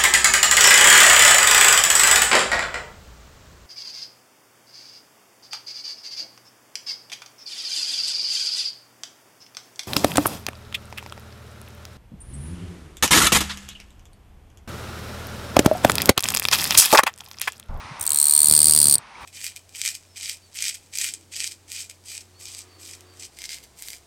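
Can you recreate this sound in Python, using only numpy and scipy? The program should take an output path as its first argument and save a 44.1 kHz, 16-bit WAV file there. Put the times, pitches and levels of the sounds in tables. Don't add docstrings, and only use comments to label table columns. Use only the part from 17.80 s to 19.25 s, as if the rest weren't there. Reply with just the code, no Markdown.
import sys
import numpy as np
from scipy import signal
from scipy.fft import rfft, irfft
from scipy.io import wavfile
from scipy.ndimage import uniform_filter1d

SR = 44100
rng = np.random.default_rng(int(sys.argv[2]) if len(sys.argv) > 2 else 0)


def master(y):
    cut = np.clip(np.atleast_2d(y).T, -1, 1)
    pcm = np.round(cut * 32767)
    wavfile.write(sys.argv[1], SR, pcm.astype(np.int16))


N = 63945

# freq_hz, level_db
AIR_COLOUR = [(410, -30.5), (700, -11), (886, 2.5), (1230, -2), (1620, -7), (2430, -6), (2880, -12.5),
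              (5840, -17.5), (7590, -29.5), (9110, -23), (16000, -60.5)]
# time_s, gain_db
AIR_RIDE = [(0, 5.5), (.22, 4.5), (.32, 0.5), (.6, 1.5), (1.1, -3), (1.22, -1.5), (1.33, -1.5), (1.39, 2.5),
            (1.45, 6)]
# freq_hz, level_db
RUMBLE_COLOUR = [(20, -29), (55, 2.5), (120, -3.5), (200, -3.5), (400, -7), (700, -4.5), (1100, -16),
                 (3000, -57)]
# time_s, level_db
RUMBLE_RIDE = [(0, -49.5), (.5, -51), (.65, -45), (1.15, -46), (1.22, -56.5), (1.34, -59), (1.45, -45.5)]
# centre_s, pitch_hz, length_s, level_db
LOW_BUMPS = [(0.053, 92, 0.022, -37), (0.119, 137.3, 0.016, -32.5), (0.217, 85.8, 0.023, -38),
             (0.333, 91.5, 0.014, -43), (1.188, 116, 0.017, -41), (1.43, 61, 0.043, -44.5)]
# time_s, level_db, length_ms, pitch_hz, roughness (1 up is all rasp)
SINGLE_SCRAPES = [(0.196, -30.5, 5.5, 3100, 1.17), (0.2103, -19, 7.7, 3930, 0.95),
                  (0.225, -22, 8.4, 2800, 1.1), (.2392, -19, 3.1, 3500, 0.76),
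                  (0.2518, -25, 8.4, 4900, 0.95), (0.266, -10.5, 2.2, 4300, 0.6),
                  (0.2681, -27, 5.8, 4480, 0.7), (0.2774, -5.5, 1.4, 4300, 0), (0.293, -7, 1., 6200, 0.7),
                  (0.2953, -29, 4.5, 3100, .7), (1.183, -12, 2, 4150, 0.05)]
# freq_hz, gain_db
WING_RESPONSE = [(3000, -12), (4100, -14), (4650, -8.5), (5200, -11.5), (6500, -10.5), (7700, -23.5),
                 (8400, -.5), (9000, 2.5), (9650, -6), (10100, -17), (10800, -42.5), (12500, -16.5),
                 (13600, -8.5), (14600, -27), (16000, -26)]
# freq_hz, level_db
RASP_COLOUR = [(500, -34.5), (2500, -17), (3500, -8), (4500, -16), (5500, -5), (7000, -2.5), (8700, 8.5),
               (10500, -1.5), (12000, -6.5), (14000, 1.5), (15500, -3), (17000, -29.5)]
# time_s, rate_hz
WING_BEAT = [(.30, 74.05), (.42, 72.81), (.56, 74.15), (.74, 75.59), (.98, 75.73), (1.11, 71.82),
             (1.16, 66.88)]
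# time_s, level_db, stroke_ms, force (0-1), opening_gain_db
BUZZ_EFFORT = [(.30, -5.5, 1.81, .05, -49), (.355, -7.5, 1.7, 0.2, -15), (.39, -4.5, 3.03, 0.01, -14),
               (.46, -7, 3.3, 0.1, -10.5), (.57, -5, 3.8, 0.21, -14), (.675, -5, 3.4, 0.31, -15.5),
               (.712, -1.5, 2.57, .95, -13), (.92, -3.5, 3.13, 1, -13.5), (1.08, -4.5, 3.27, 0.93, -10.5),
               (1.16, -4.5, 3.6, 0.74, 0.5)]
# start_s, level_db
ACCENT_KNOCKS = [(0.643, -34), (0.6841, -32), (.7109, -25.5), (0.736, -28), (1.0563, -27), (1.0831, -27)]

BUZZ_START_S, BUZZ_END_S = .306, 1.16
TOOTH_HZ, FORCE_HZ, SLOW_DOWN_HZ = 4400, 480, 130
TOOTH_SLIP, TOOTH_SCATTER = .016, .009
RUN_UP_HZ, HARD_RUN_UP_HZ, RUN_UP_MS = 350, 900, 1.25
CATCH_ROUGH, CATCH_MS = .6, .7
LEAD_SHARE, HARD_LEAD_MS = .48, .98
EDGE_SHARE, HARD_EDGE_SHARE = .23, .13
BITE_DB, BITE_MS = 5.5, .45
TICK_LEAD_MS, TICK_MS, TICK_DB = 3, 1.1, -16
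OPEN_LAG_MS, OPEN_MS, OPEN_HZ, OPEN_RUN_UP_HZ, OPEN_ROUGH = 5.04, 3, 4410, 310, .35


def amp(db):
    return 10 ** (np.asarray(db) / 20)


def curve(table, t):
    rows = np.array(table, float).T
    return [np.interp(t, rows[0], col) for col in rows[1:]]


def noise(colour):
    hz, db = np.array(colour, float).T
    freqs = np.maximum(np.fft.rfftfreq(N, 1 / SR), 1)
    gain = amp(np.interp(np.log(freqs), np.log(hz), db))
    shaped = irfft(rfft(rng.standard_normal(N)) * gain, N)
    return shaped / shaped.std()


def add(out, at, sound):
    i, size = int(at * SR), len(sound) + 32
    delay = np.exp(-2j * np.pi * np.fft.rfftfreq(size) * (at * SR - i))
    late = irfft(rfft(sound, size) * delay, size)
    out[i:i + size] += late[:len(out[i:i + size])]


def swell(t, centre_s, length_s):
    return np.exp(-(2 * (t - centre_s) / length_s) ** 2)


def room_tone(t, air_db=-45):
    air = amp(air_db + curve(AIR_RIDE, t)[0]) * noise(AIR_COLOUR)
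    rumble = amp(curve(RUMBLE_RIDE, t)[0]) * noise(RUMBLE_COLOUR)
    return air + rumble


def bumps(t):
    return sum(amp(db) * swell(t, at, length) * np.sin(2 * np.pi * (hz * t + rng.random()))
               for at, hz, length, db in LOW_BUMPS)


def stroke(rasp, length_ms, hz, run_up_hz, rough, edge=EDGE_SHARE, bite_db=0):
    size = 512
    ms = np.arange(size) * 1000 / SR
    slip = uniform_filter1d(rng.standard_normal(size), size=10) * np.sqrt(10)
    rate = hz - run_up_hz * np.exp(-(ms / RUN_UP_MS) ** 2)
    rate -= SLOW_DOWN_HZ * np.minimum(ms / length_ms, 1) ** 4
    rate *= 1 + TOOTH_SCATTER * rng.standard_normal()
    phase = 2 * np.pi * np.cumsum(rate * (1 + TOOTH_SLIP * slip)) / SR
    tone = sum(amp(curve(WING_RESPONSE, k * rate)[0]) * np.sin(k * phase) for k in range(1, 4))
    rough = np.clip(rough + CATCH_ROUGH * np.exp(-(ms / CATCH_MS) ** 2), 0, 1)
    start = rng.integers(N - size)
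    grit = np.sqrt(.5) * rasp[start:start + size]
    ramp = np.clip(np.minimum(ms, length_ms - ms) / (edge * length_ms), 0, 1)
    envelope = np.sin(np.pi / 2 * ramp) ** 2
    bite = 1 + (amp(bite_db) - 1) * np.exp(-((ms - HARD_LEAD_MS) / BITE_MS) ** 2)
    return envelope * bite * (np.sqrt(1 - rough ** 2) * tone + rough * grit)


def scrapes(rasp):
    out = np.zeros(N)
    for at, db, length_ms, hz, rough in SINGLE_SCRAPES:
        lead_ms = min(length_ms / 2, HARD_LEAD_MS)
        add(out, at - lead_ms / 1000, amp(db) * stroke(rasp, length_ms, hz, 0, rough, edge=.25))
    return out


def buzz(t, rasp, knock_db=-29):
    out = np.zeros(N)
    beats = np.cumsum(curve(WING_BEAT, t)[0]) / SR
    beats -= np.interp(BUZZ_START_S, t, beats)
    times = np.interp(np.arange(np.interp(BUZZ_END_S, t, beats)), beats, t)
    for at in times:
        db, length_ms, force, open_db = curve(BUZZ_EFFORT, at)
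        jitter = rng.standard_normal(6)
        gain = amp(db + .5 * jitter[0])
        lead_ms = (1 - force) * LEAD_SHARE * length_ms + force * HARD_LEAD_MS
        edge = (1 - force) * EDGE_SHARE + force * HARD_EDGE_SHARE
        run_up = (1 - force) * RUN_UP_HZ + force * HARD_RUN_UP_HZ
        rough = .17 + (.75 / length_ms) ** 2
        closing = stroke(rasp, length_ms, TOOTH_HZ + force * FORCE_HZ, run_up, rough, edge,
                         force * BITE_DB)
        start = at + (.04 * jitter[1] - lead_ms) / 1000
        add(out, start, gain * closing)
        add(out, start, force * amp(knock_db + jitter[2]) * knock())
        tick = amp(TICK_DB + 2 * jitter[4]) * stroke(rasp, TICK_MS, TOOTH_HZ, 0, rough=.96)
        add(out, at - (TICK_LEAD_MS + .72 * jitter[3]) / 1000, gain * tick)
        if at < times[-1]:
            opening = stroke(rasp, OPEN_MS, OPEN_HZ, OPEN_RUN_UP_HZ, 1 - force * (1 - OPEN_ROUGH))
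            add(out, at + (OPEN_LAG_MS - OPEN_MS / 2) / 1000, gain * amp(open_db + jitter[5]) * opening)
    return out


def knock(start_hz=2287, fall_ms=.34, decay_ms=8.1):
    ms = np.arange(1024) * 1000 / SR
    phase = 2 * np.pi * np.cumsum(start_hz / (1 + ms / fall_ms)) / SR
    return np.sin(phase) * np.exp(-(ms / decay_ms) ** 2)


def wing_rub(t, rasp):
    fade = np.interp(t, [BUZZ_START_S, .65, 1.14, BUZZ_END_S], [0, 1, 1, 0])
    return amp(-28) * fade * np.sqrt(.5) * rasp


def click(t, pitch_hz=2250):
    return amp(-37) * swell(t, centre_s=1.356, length_s=.005) * np.sin(2 * np.pi * pitch_hz * t)


def rustle(t):
    return amp(-57) * swell(t, centre_s=1.425, length_s=.04) * noise(RASP_COLOUR)


def room_reverb(x, t60_s=.06, wet_db=-22):
    t = np.arange(SR // 3) / SR
    tail = rng.standard_normal(len(t)) * np.exp(-np.log(1000) * t / t60_s) * (t > .002)
    return x + amp(wet_db) * signal.fftconvolve(x, tail / np.linalg.norm(tail))[:N]


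def scene():
    t = np.arange(N) / SR
    rasp = noise(RASP_COLOUR)
    katydid = buzz(t, rasp) + scrapes(rasp) + wing_rub(t, rasp)
    for at, db in ACCENT_KNOCKS:
        add(katydid, at, amp(db) * knock())
    background = room_tone(t) + rustle(t) + bumps(t) + click(t)
    return (room_reverb(katydid) + background)[None]


def record(dry):
    ceiling, top_hz = .93, 16000
    lowpass = signal.ellip(8, .1, 50, top_hz, fs=SR, output="sos")
    return signal.sosfiltfilt(lowpass, ceiling * np.tanh(dry / ceiling))


dry = scene()
out = record(dry)
master(out)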